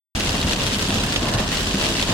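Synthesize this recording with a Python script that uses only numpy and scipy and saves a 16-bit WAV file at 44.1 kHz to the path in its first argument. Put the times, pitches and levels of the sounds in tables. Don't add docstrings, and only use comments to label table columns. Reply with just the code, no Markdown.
import sys
import numpy as np
from scipy import signal
from scipy.fft import rfft, irfft, next_fast_len
from scipy.io import wavfile
from scipy.ndimage import uniform_filter1d, map_coordinates

SR = 44100
rng = np.random.default_rng(int(sys.argv[2]) if len(sys.argv) > 2 else 0)


def wav_record(signal):
    frames = np.transpose(np.atleast_2d(signal))
    bounded = np.clip(frames, -1, 1)
    quanta = np.round(bounded * 32767).astype(np.int16)
    wavfile.write(sys.argv[1], SR, quanta)


N = 94241

START_S = .15
TOP_HZ = 15850
# (s, level dB)
RAIN = [(.15, -29), (.25, -27.5), (.45, -27.5), (.51, -26.5), (.56, -28), (.68, -27), (.71, -30), (.74, -23), (.77, -32), (.82, -25), (.87, -28.5), (.93, -27), (1.16, -27.5), (1.19, -30.5), (1.31, -29.5), (1.34, -25), (1.37, -32.5), (1.4, -28), (1.43, -29.5), (1.49, -30.5), (1.56, -26.5), (1.68, -28.5), (1.88, -25), (1.95, -29), (2.0, -24), (2.06, -31), (2.1, -23.5), (2.14, -34)]
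# (s, knock dB, bright splash dB, left-right dB)
BIG_DROPS = [(.1981, -1, -3, 1), (.207, 5, -16, -3), (.2717, -2, -5, -3), (.2927, 7, -10, 6), (.3056, 1, -10, -2),
             (.4141, 3, -16, 4), (.4274, 3, -15, 0), (.494, 5, -18, 1), (.5106, 5, -12, 4), (.517, 3, -14, 2),
             (.5222, 3, -8, -4), (.533, 6, -15, 6), (.6058, 4, -20, -4), (.6168, 2, -9, 1), (.6335, -3, -6, 4),
             (.6661, 4, -4, 6), (.6763, 3, -16, -1), (.7319, 4, -7, 2), (.7445, 1, -7, 3), (.7846, -1, -8, 3),
             (.7933, 0, -6, 3), (.8231, 1, -5, -1), (.852, 0, -8, 0), (.9048, 3, -18, -3), (.9418, 2, -5, -2),
             (1.0361, 2, -4, 3), (1.039, -2, -6, -2), (1.1232, 1, -7, -1), (1.1595, 7.5, -13, -6), (1.1625, 5.5, -13, 4),
             (1.2285, 1, -17, 6), (1.2549, -3, -7, -4), (1.2855, -1, -4, -3), (1.2954, -3, -12, 1), (1.3374, 4, -17, -1),
             (1.3855, 5, -18, -1), (1.4023, 3, -6, 4), (1.4761, 1, -17, 4), (1.4896, -1, -11, 0), (1.5167, 4, -9, -2),
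             (1.5278, 2, -6, 2), (1.5398, -6, -6, -3), (1.5533, 0, -10, 4), (1.5713, 5, -15, 2), (1.6058, 0, -4, -3),
             (1.671, 1, -13, -2), (1.7093, 2, -17, -2), (1.8115, 5, -10, 2), (1.8466, 5, -15, 1), (1.8653, 3, -7, 3),
             (1.9679, 2, -17, -6), (1.9825, 1, -6, -4), (1.9956, 5, -15, 0), (2.0038, -1, -6, -1), (2.0246, 7, -10, -3),
             (2.0264, 6, -14, 6), (2.1004, 1, -9, 0)]
# (Hz, dB)
GLASS = [(100, -23), (350, -3.5), (700, -5.5), (1300, -10.5), (1750, -3), (2200, -6.5), (2700, 2), (3400, 0.5), (4400, -1.5), (5800, -4), (9000, -6), (9800, -10), (12500, -2.5), (15800, -46)]
SPREAD_S, RING_S, RING_DB = .0012, 0.0031, -1.5
PORT_LAG_S, PAN_DB = .00029, 3.5
# (Hz, dB)
SPRAY = [(200, -61), (1500, 3), (3300, 2.5), (6000, -8.5), (9000, -5), (9800, -6), (12500, -13), (15800, -15)]
# (Hz, dB)
ROOF = [(40, -34.5), (85, 1.5), (130, 1), (210, 1.5), (290, -0.5), (380, -9.5), (650, -13), (800, -20), (1050, -10.5), (1500, -14), (4000, -45)]
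# (Hz, dB)
ROAD_LEVEL = [(.15, -29), (.4, -30), (.53, -27.5), (.66, -27.5), (.72, -32), (.85, -32), (.91, -28.5), (1.1, -30), (1.27, -30), (1.35, -27), (1.44, -30), (1.78, -32.5), (1.83, -28), (1.9, -30.5), (2.04, -33), (2.13, -27.5)]
ROAD = [(12, -35), (22, -7), (29, -9), (36, -3.5), (46, -7), (63, -11.5), (85, -2.5), (112, -8), (220, -10.5), (400, -13.5), (1000, -19.5), (3000, -49)]
ROAD_DB = 1
# (s, peak dB, pitch Hz, t60 s)
THUMPS = [(.308, -15, 58, .1), (.338, -20, 220, .12), (.424, -16, 190, .14), (.443, -7, 90, .12), (.445, -17, 255, .1), (.468, -13, 60, .11), (.645, -18, 110, .14), (.73, -18, 200, .13), (.885, -14, 195, .15), (.915, -17, 100, .17), (.965, -20, 240, .15), (1.005, -20, 210, .15), (1.215, -15, 245, .16), (1.29, -18, 180, .15), (1.345, -14.5, 115, .2), (1.477, -19, 90, .1), (1.742, -9.5, 197, .15), (1.895, -19, 340, .12), (2.088, -11.5, 180, .13)]
# (ratio to its pitch, dB)
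BODY = [(.72, -15), (0.996, -1), (1.36, -9), (1.899, -13)]
# (Hz, dB)
SWISH_LEVEL = [(.15, -48), (.3, -40), (.36, -31), (.41, -41), (.6, -46), (.87, -45), (.905, -33), (.97, -41), (1.2, -38), (1.265, -26.5), (1.305, -33), (1.345, -27.5), (1.37, -28.5), (1.402, -23.5), (1.44, -39), (1.68, -40), (1.8, -33), (1.92, -32), (1.98, -38), (2.07, -40), (2.105, -26.5), (2.14, -32)]
SWISH = [(150, 3.5), (400, -1), (540, 10.5), (660, 16.5), (780, 3.5), (900, 8), (1050, 10.5), (1300, 0.5), (1800, 6.5), (4000, -38)]
# (Hz, -1..1)
ALIKE = [(60, .985), (250, .94), (600, .73), (1100, .35), (1700, .25), (2300, -.4), (3600, 0), (12000, 0)]
# (s, level dB)
SPRAY_LEVEL = [(.15, -38), (.3, -37.5), (.46, -39.5), (.52, -36), (.56, -39), (.67, -38), (.72, -39), (.78, -37.5), (.9, -37.5), (1.02, -38.5), (1.045, -36), (1.07, -38), (1.165, -39), (1.185, -46), (1.27, -45), (1.29, -41), (1.4, -41), (1.44, -45), (1.508, -42), (1.516, -35.5), (1.62, -37), (1.69, -40), (1.8, -37.5), (1.95, -39), (2.01, -37.5), (2.06, -40), (2.1, -37), (2.14, -39)]
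ROOF_DB, ROOF_RING_S, ROOF_RANGE_DB = -29, 0.0045, 6.5
# (Hz, dB)
DRONE = [(46, -34.5), (84, -41), (216, -38.5)]
THUMP_ATTACK_S = .007
PATTER_DB = 1.53
CABIN_T60_S, CABIN_DB = 0.052, -7.5
CABIN_DELAY_S = .003
SIZE_RANGE_DB = 10
DULL_S = .00002
BIG_DB, SPLASH_DB = -3, .3
SPRAY_RING_S = 0.0026
SPRAY_RANGE_DB = 20
SPRAY_DB = 4.2
CEILING = .75
BEND_HZ = 3000
BIG_RING_S, BIG_RING_DB = .004, 1
SWISH_FLUTTER_DB = 2
GLASS_TOP_HZ, KNOCK_TOP_HZ = 8000, 5800


def amp(db):
    return 10 ** (np.asarray(db) / 20)


def unit(x):
    return x / np.sqrt(np.mean(x ** 2) + 1e-20)


def along(points, hz):
    f, v = np.transpose(points)
    return np.interp(np.log(hz + 1), np.log(f + 1), v)


def level(rows):
    return amp(np.interp(np.arange(N) / SR, *np.transpose(rows)))


def wobble(rate):
    return map_coordinates(rng.standard_normal(N // 100), [np.arange(N) * rate / SR], mode="mirror")


def filtered(x, response):
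    m = next_fast_len(N + SR // 2, real=True)
    return irfft(rfft(x, m) * response(np.fft.rfftfreq(m, 1 / SR)), m)[..., :N]


def struck(x, spectrum, size=4096):
    cepstrum = irfft(np.log(amp(along(spectrum, np.fft.rfftfreq(size, 1 / SR)))))
    cepstrum[1:size // 2] *= 2
    cepstrum[size // 2 + 1:] = 0
    ring = irfft(np.exp(rfft(cepstrum)))
    return signal.fftconvolve(x, ring[None] / np.linalg.norm(ring), axes=1)[:, :N]


def diffuse(pair):
    turn = lambda hz: np.arccos(np.clip(along(ALIKE, hz), -1, 1)) / 2
    mid, side = filtered(pair, lambda hz: np.array([np.cos(turn(hz)), np.sin(turn(hz))]))
    return np.array([mid + side, mid - side])


def rush(spectrum):
    return unit(diffuse(filtered(rng.standard_normal((2, N)), lambda hz: amp(along(spectrum, hz)))))


def impacts(times, db, pan_db, ring_s, ring_db, size=768):
    t, hz = np.arange(size) / SR, np.fft.rfftfreq(size, 1 / SR)
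    soft, direction, distance, polarity = rng.random((len(times), 4)).T
    ticks = np.exp(-4j * np.pi * SPREAD_S * (.5 + distance[:, None]) * np.sqrt(BEND_HZ * hz))
    ticks *= np.sign(polarity - .5)[:, None]
    rings = rng.standard_normal((len(times), size)) * np.exp(-t / ring_s)
    rings *= amp(ring_db) / np.linalg.norm(rings, axis=1, keepdims=True)
    bursts = irfft((ticks + rfft(rings)) / (1 + 2j * np.pi * hz * DULL_S * soft[:, None]))
    bursts /= np.linalg.norm(bursts, axis=1, keepdims=True)
    out = []
    for side in (1, -1):
        at = np.abs(np.round((times + side * (direction - .5) * PORT_LAG_S) * SR)).astype(int)
        weights = bursts * amp(db + side * pan_db / 2)[:, None]
        out.append(np.bincount((at[:, None] + np.arange(size)).ravel(), weights.ravel(), N)[:N])
    return np.array(out)


def shower(ring_s, range_db, count):
    when, weight, place = rng.random((count * N // SR, 3)).T
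    return impacts(when * N / SR, -range_db * np.sqrt(weight), PAN_DB * (2 * place - 1), ring_s, RING_DB)


def windshield():
    patter = amp(PATTER_DB) * level(RAIN) * unit(struck(shower(RING_S, SIZE_RANGE_DB, count=1400), GLASS))
    s, knock_db, splash_db, pan_db = np.transpose(BIG_DROPS)
    knocks = struck(impacts(s, knock_db + BIG_DB, pan_db, BIG_RING_S, BIG_RING_DB), GLASS)
    splashes = struck(impacts(s, splash_db + SPLASH_DB, pan_db, BIG_RING_S, BIG_RING_DB), SPRAY)
    return soften(patter, GLASS_TOP_HZ) + soften(knocks, KNOCK_TOP_HZ) + splashes + spray()


def roof():
    return amp(ROOF_DB) * unit(struck(shower(ROOF_RING_S, ROOF_RANGE_DB, count=400), ROOF))


def spray():
    return amp(SPRAY_DB) * level(SPRAY_LEVEL) * unit(struck(shower(SPRAY_RING_S, SPRAY_RANGE_DB, count=520), SPRAY))


def road():
    t = np.arange(N) / SR
    drone = sum(np.sqrt(2) * amp(db) * np.sin(2 * np.pi * hz * t + .5 * wobble(10.46)) for hz, db in DRONE)
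    return amp(ROAD_DB) * level(ROAD_LEVEL) * rush(ROAD) + drone


def thumps():
    out, t = np.zeros(N + SR), np.arange(SR // 2) / SR
    for s, db, hz, t60 in THUMPS:
        envelope = np.exp(-np.log(1000) * t / t60) * (1 - np.exp(-t / THUMP_ATTACK_S))
        ring = sum(amp(part_db) * np.sin(2 * np.pi * (hz * ratio * t + rng.random())) for ratio, part_db in BODY)
        out[round(s * SR):][:len(t)] += amp(db) * envelope * ring
    return out[:N]


def swish():
    return level(SWISH_LEVEL) * amp(SWISH_FLUTTER_DB * wobble(59.24)) * rush(SWISH)


def cabin(x, count=6, size=128):
    t = np.arange(SR // 8) / SR
    tails = rng.standard_normal((count, 2, len(t))) * np.exp(-np.log(1000) * t / CABIN_T60_S) * (t > CABIN_DELAY_S)
    tails /= np.linalg.norm(tails, axis=2, keepdims=True)
    patch = np.repeat(rng.integers(count, size=N // size + 1), size)[:N]
    return diffuse(sum(signal.fftconvolve(x * np.sqrt(np.abs(uniform_filter1d(1.0 * (patch == k), size // 2))), tail, axes=1)[:, :N]
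                       for k, tail in enumerate(tails)))


def soften(x, hz):
    return signal.sosfilt(signal.butter(3, hz, fs=SR, output="sos"), x)


def scene():
    glass = windshield()
    return glass + amp(CABIN_DB) * cabin(glass) + roof() + road() + thumps() + swish()


def record(dry):
    rounded = dry / (1 + np.abs(dry / CEILING) ** 4) ** (1 / 4)
    return filtered(rounded * (np.arange(N) / SR > START_S), lambda hz: hz < TOP_HZ)


dry = scene()
out = record(dry)
wav_record(out)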